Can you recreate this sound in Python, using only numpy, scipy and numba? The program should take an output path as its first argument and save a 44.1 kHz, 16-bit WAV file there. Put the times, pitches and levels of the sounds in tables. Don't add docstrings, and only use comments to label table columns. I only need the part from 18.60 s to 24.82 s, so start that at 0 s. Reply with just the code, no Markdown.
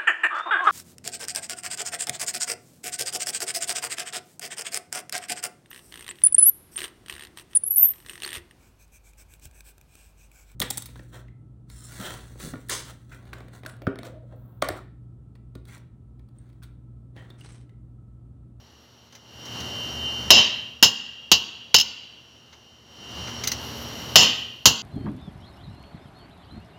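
import sys
import numpy as np
from scipy import signal
from scipy.fft import rfft, irfft
from scipy.io import wavfile
from scipy.ndimage import uniform_filter1d
from numba import njit

SR = 44100
rng = np.random.default_rng(int(sys.argv[2]) if len(sys.argv) > 2 else 0)


def inscribe(sig):
    pcm = np.round(np.clip(np.atleast_2d(sig).T, -1, 1) * 32767)
    wavfile.write(sys.argv[1], SR, pcm.astype(np.int16))


N = 274302
TIME = np.arange(N) / SR
AGE = np.arange(SR) / SR


def undb(db):
    return 10 ** (np.asarray(db) / 20)


def add(track, s, sound):
    i = int(s * SR)
    track[i:i + len(sound)] += sound[:N - i]


def noise(spectrum, size, tilt_db=0):
    octave = np.log2(np.fft.rfftfreq(size, 1 / SR) + 1)
    hz, db = np.transpose(spectrum)
    gain = undb(np.interp(octave, np.log2(hz), db, left=-np.inf) + tilt_db * octave)
    x = irfft(rfft(rng.standard_normal(size)) * gain, size)
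    return x / np.sqrt(np.mean(x ** 2))


def walk(rate):
    k = int(SR / rate)
    steps = np.repeat(rng.standard_normal(N // k + 1), k)
    return 1.09 * uniform_filter1d(uniform_filter1d(steps, k), k)[:N]


def fade(t60):
    return undb(-60 * AGE / max(t60, .005))


def ring(modes, smear_hz, tilt_db=0):
    out, power = 0, 0
    for (hz, db, t60), (scatter, start) in zip(modes, rng.standard_normal((len(modes), 2))):
        gain = undb(db + 2 * scatter + tilt_db * np.log2(hz))
        chatter = np.cumsum(rng.standard_normal(SR)) * np.sqrt(2 * np.pi * smear_hz / SR)
        phase = 2 * np.pi * (hz * AGE + start) + uniform_filter1d(chatter, size=100)
        out = out + gain * fade(t60) * np.sin(phase)
        power += gain ** 2 / 2
    return out / np.sqrt(power)


# f/Hz, level/dB
HISS = [(9000, -15), (10300, -3), (11200, -16), (12300, 4.5), (12900, -13), (13700, -5), (14200, -9),
        (14700, -3.5), (15700, -14.5)]
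# t/s, level/dB
HISS_LEVEL = [(0, -58), (4.9, -67), (5.05, -52.5), (6.2, -54)]

def hiss():
    return undb(np.interp(TIME, *np.transpose(HISS_LEVEL)) + 1.8 * walk(40)) * noise(HISS, N)


# f/Hz, level/dB
FAN_AIR = [(25, -19), (60, -10.5), (110, 0.5), (500, -6), (1000, -8.5), (2000, -14), (2450, -19.5),
           (2950, -4), (3400, -15), (4150, -12), (6800, -20), (8700, -28), (12300, -31.5), (16000, -35.5)]
# f/Hz, level/dB
FAN_DRONE = [(55, -35.0), (70, -7.5), (77, 1.5), (84, -9), (105, -40.0), (400, -91.5)]

def fan():
    rush = undb(-37.5 + 0.45 * walk(3.2)) * noise(FAN_AIR, N)
    drone = undb(-46) * noise(FAN_DRONE, N)
    return rush + drone


def shaft_tones(lines, turns, waver_db, waver_rate):
    out = 0
    for multiple, db in lines:
        phase = 2 * np.pi * (multiple * turns + rng.random()) + .5 * walk(waver_rate)
        out = out + undb(db + waver_db * walk(waver_rate)) * np.sqrt(2) * np.sin(phase)
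    return out


# multiple of the shaft rate, level/dB
MOTOR_HUM = [(2, -48), (4, -49), (35, -64), (72, -59), (75, -58), (95, -48), (96, -55), (101, -56),
             (155, -67), (164, -70), (167, -70)]
# multiple of the shaft rate, level/dB
ROTOR_SLOTS = [(45, -62), (48, -41), (49, -53), (51, -54), (52, -39), (53, -54)]
# t/s, level/dB
WHINE_SWELL = [(0, -19), (.85, -3.5), (1.1, -1.5), (1.22, 5), (1.35, -2), (1.48, 7.5), (1.7, -2.5),
               (4.3, -4.5), (4.53, -1), (4.75, -7), (5.3, -10.5), (6.2, -1)]

def motor(shaft_hz=59.01):
    turns = np.cumsum(shaft_hz * (1 + 0.0003 * walk(7.7) + 0.0015 * walk(60))) / SR
    whine = shaft_tones(ROTOR_SLOTS, turns, waver_db=1.8, waver_rate=26)
    hum = shaft_tones(MOTOR_HUM, turns, waver_db=2.6, waver_rate=32)
    return undb(np.interp(TIME, *np.transpose(WHINE_SWELL))) * whine + hum


# f/Hz, t60/s
HALL_DECAY = [(100, 0.87), (1000, 0.77), (2900, 1.325), (4100, 0.92), (6000, 0.55), (7200, 0.68),
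              (12000, 0.38)]

def workshop(x):
    hz, t60 = np.transpose(HALL_DECAY)
    spectrum = rfft(rng.standard_normal(SR))
    f = np.fft.rfftfreq(SR, 1 / SR) + 1
    band = np.round(2 * np.log2(np.maximum(f, hz[0])))
    tail = 0
    for b in np.unique(band):
        band_t60 = np.interp(b / 2, np.log2(hz), t60)
        tail = tail + irfft(spectrum * (band == b), SR) * fade(band_t60)
    tail = tail * (1 - fade(t60=0.05))
    return signal.fftconvolve(x, tail / np.sqrt(np.sum(tail ** 2)))[:N]


def between(slide, knock, sharpness):
    return slide ** (1 - sharpness) * knock ** sharpness


# t/s, level/dB, sharpness (0 sliding, 1 knocking)
DRIFT_TOUCHES = [(0.523, -30, 0.39), (0.5493, -24.5, 0.42), (0.8526, -33.5, 0.52), (1.0016, -36, 0.66),
                 (3.9251, -28, 0.16), (4.671, -33.5, 0.055), (4.837, -24.5, 0.66), (4.873, -17.5, 0.91),
                 (4.9164, -21.5, 0.8)]
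# f/Hz, level/dB, t60/s
LOOSE_DRIFT_MODES = [(2050, 6, 0.094), (3920, 7, 0.069), (4150, 11, 0.055), (4770, 4.5, 0.11),
                     (5520, 11, 0.036), (6020, 14.5, 0.085), (6100, 10, 0.044), (8440, 6, 0.058),
                     (11000, 1, 0.048)]
# f/Hz, level/dB
STEEL_SCRAPE = [(200, -27), (1200, -4), (2100, -3), (4300, -1.5), (6400, 2.5), (7800, -14.5), (11000, -16),
                (16000, -10)]

def touches(slide_tilt_db=-6.5, knock_tilt_db=3.1):
    out = np.zeros(N)
    for s, db, sharpness in DRIFT_TOUCHES:
        tilt_db = slide_tilt_db + sharpness * (knock_tilt_db - slide_tilt_db)
        scrape = noise(STEEL_SCRAPE, SR, tilt_db) * fade(t60=between(0.16, 0.059, sharpness))
        clink = undb(-1.0) * ring(LOOSE_DRIFT_MODES, smear_hz=50, tilt_db=tilt_db)
        rise_s = between(.005, .0003, sharpness)
        add(out, s, undb(db) * (scrape + clink) * (1 - np.exp(-AGE / rise_s)))
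    return out


# f/Hz, level/dB
AXLE_CLASH = [(60, -24), (250, -17), (720, -7.5), (1050, -12.5), (1600, -18.5), (2000, -11), (2450, -14),
              (2850, 9.5), (3400, -2), (5200, -1.5), (7100, -0.5), (7900, -20.5), (9200, -23.5),
              (12000, -20), (16000, -26.5)]
# f/Hz, level/dB, t60/s
HUB_MODES = [(2753, -3, .2), (2831, -2, .28), (2878, -5, .24), (2985, -4, .2), (3066, -3, .22),
             (3171, -10, .15), (3402, -14, .12), (3570, -15, .12), (3720, -9, .14), (3890, -8, .15),
             (3981, -7, .15), (4119, -5, .16), (4293, -8, .14), (4575, -8, .15), (4727, -4, .15),
             (5043, -10, .14), (5464, -10, .13), (5725, -7, .13), (5871, -9, .13), (6380, -7, .13),
             (6480, -6, .13), (7150, -12, .13), (11750, -17, .1), (12130, -19, .12)]
# f/Hz, level/dB, t60/s
STRUCK_DRIFT_MODES = [(5228, 0, .14), (5205, -7, .1)]

def steel_ring(t60, tilt_db, hub_db, drift_db):
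    clash = noise(AXLE_CLASH, SR, tilt_db) * fade(t60)
    hub = undb(hub_db) * ring(HUB_MODES, smear_hz=22, tilt_db=tilt_db)
    drift = undb(drift_db) * ring(STRUCK_DRIFT_MODES, smear_hz=38)
    return clash + hub + drift


# f/Hz, level/dB
BODY_THUD = [(25, -26.5), (70, -6), (130, -1), (240, -10), (500, -22.5), (1000, -11), (2000, -17.5),
             (6000, -91)]
# f/Hz, level/dB, t60/s
BODY_MODES = [(234.6, -0.5, 0.6), (342.4, 0, 0.21), (474.6, 1, 0.32), (695, -2.5, 0.227), (807, -10, 0.63),
              (962, 3, 0.26), (1095, -0.5, 0.36)]

def suspension():
    thud = noise(BODY_THUD, SR) * fade(t60=0.16)
    hollow = undb(-9.5) * ring(BODY_MODES, smear_hz=22)
    return (thud + hollow) * (1 - fade(t60=0.0068))


# f/Hz, level/dB
STEEL_CRACK = [(40, -5), (200, -0.5), (1000, 1), (2200, -4.5), (3000, 5.5), (6500, 3.5), (8000, -16),
               (16000, -12)]

def crack(envelope, tilt_db=0):
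    return noise(STEEL_CRACK, SR, tilt_db) * envelope


# t/s, level/dB
DRIFT_REBOUNDS = [(3.1641, 7), (3.1849, 4), (3.1995, 3.5), (3.211, 1.5)]

def rebounds():
    out = np.zeros(N)
    for s, db in DRIFT_REBOUNDS:
        tick = undb(-6.5) * crack(fade(t60=.014), tilt_db=5.5)
        steel = steel_ring(t60=0.048, tilt_db=2, hub_db=-6, drift_db=-1.5) * fade(t60=.2)
        add(out, s, undb(db) * (tick + steel))
    return out


# t/s, level/dB, clash t60/s, hardness as tilt/(dB per octave), hub level/dB, drift level/dB
HAMMER_BLOWS = [(1.7044, 10.5, 0.18, -3.5, 3, -0.5), (2.2266, 15, 0.14, 0.5, -4.5, -2),
                (2.716, 13, 0.11, -0.5, -2, -9.5), (3.143, 12.5, 0.075, 0.5, -2, -2.5),
                (5.557, 13.5, .16, -0.5, -9, -4), (6.0563, 17, 0.12, 3.5, -7, -35)]

def hammer(full_push_t60=0.12):
    out = np.zeros(N)
    for s, db, t60, hardness, hub_db, drift_db in HAMMER_BLOWS:
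        crack_s = 0.0085 * np.exp(-0.068 * hardness)
        impact = undb(1.5) * crack(np.exp(-(AGE / crack_s) ** 4))
        push = undb(-18 + hardness) * t60 / full_push_t60
        thud = push * suspension()
        steel = steel_ring(t60, hardness, hub_db, drift_db)
        add(out, s, undb(db) * (impact + steel + thud))
    return out


def scene():
    steel = hammer() + rebounds() + touches()
    return (steel + undb(-22) * workshop(steel) + motor() + fan() + hiss())[None]


@njit
def gain_control(x, trigger, hold_s, first_hold_s, depth_db, fall_db_per_s, rise_db_per_s):
    out, db, timer = np.empty(len(x)), -depth_db, first_hold_s
    for i in range(len(x)):
        timer = hold_s if abs(x[i]) > trigger else timer - 1 / SR
        if timer > 0:
            db = max(db - fall_db_per_s / SR, -depth_db)
        else:
            db = min(db + rise_db_per_s / SR, 0.)
        out[i] = db
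    return out


@njit
def limiter(x, top, attack_s, release_s):
    out, env, ahead = np.empty(len(x)), 0., int(.003 * SR)
    for i in range(len(x)):
        size = abs(x[min(i + ahead, len(x) - 1)])
        env += (size - env) / (SR * (attack_s if size > env else release_s))
        out[i] = x[i] * min(1., top / (env + 1e-9))
    return out


def record(dry):
    overload, top_hz = undb(16.0), 15800
    dip_hz, dip_q, dip_db = 8900, 3.2, -10
    x = overload * np.tanh(dry[0] / overload)
    x = x - (1 - undb(dip_db)) * signal.lfilter(*signal.iirpeak(dip_hz, dip_q, fs=SR), x)
    x = signal.sosfilt(signal.butter(3, 48, "highpass", fs=SR, output="sos"), x)
    x = x * undb(gain_control(x, trigger=2.0, hold_s=1.024, first_hold_s=0.62,
                              depth_db=18.0, fall_db_per_s=34.0, rise_db_per_s=52.0))
    x = limiter(x, top=0.55, attack_s=0.0032, release_s=0.021)
    x = x / (1 + x ** 8) ** (1 / 8)
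    return signal.sosfilt(signal.ellip(10, .2, 90, top_hz, fs=SR, output="sos"), x)[None]


dry = scene()
out = record(dry)
inscribe(out)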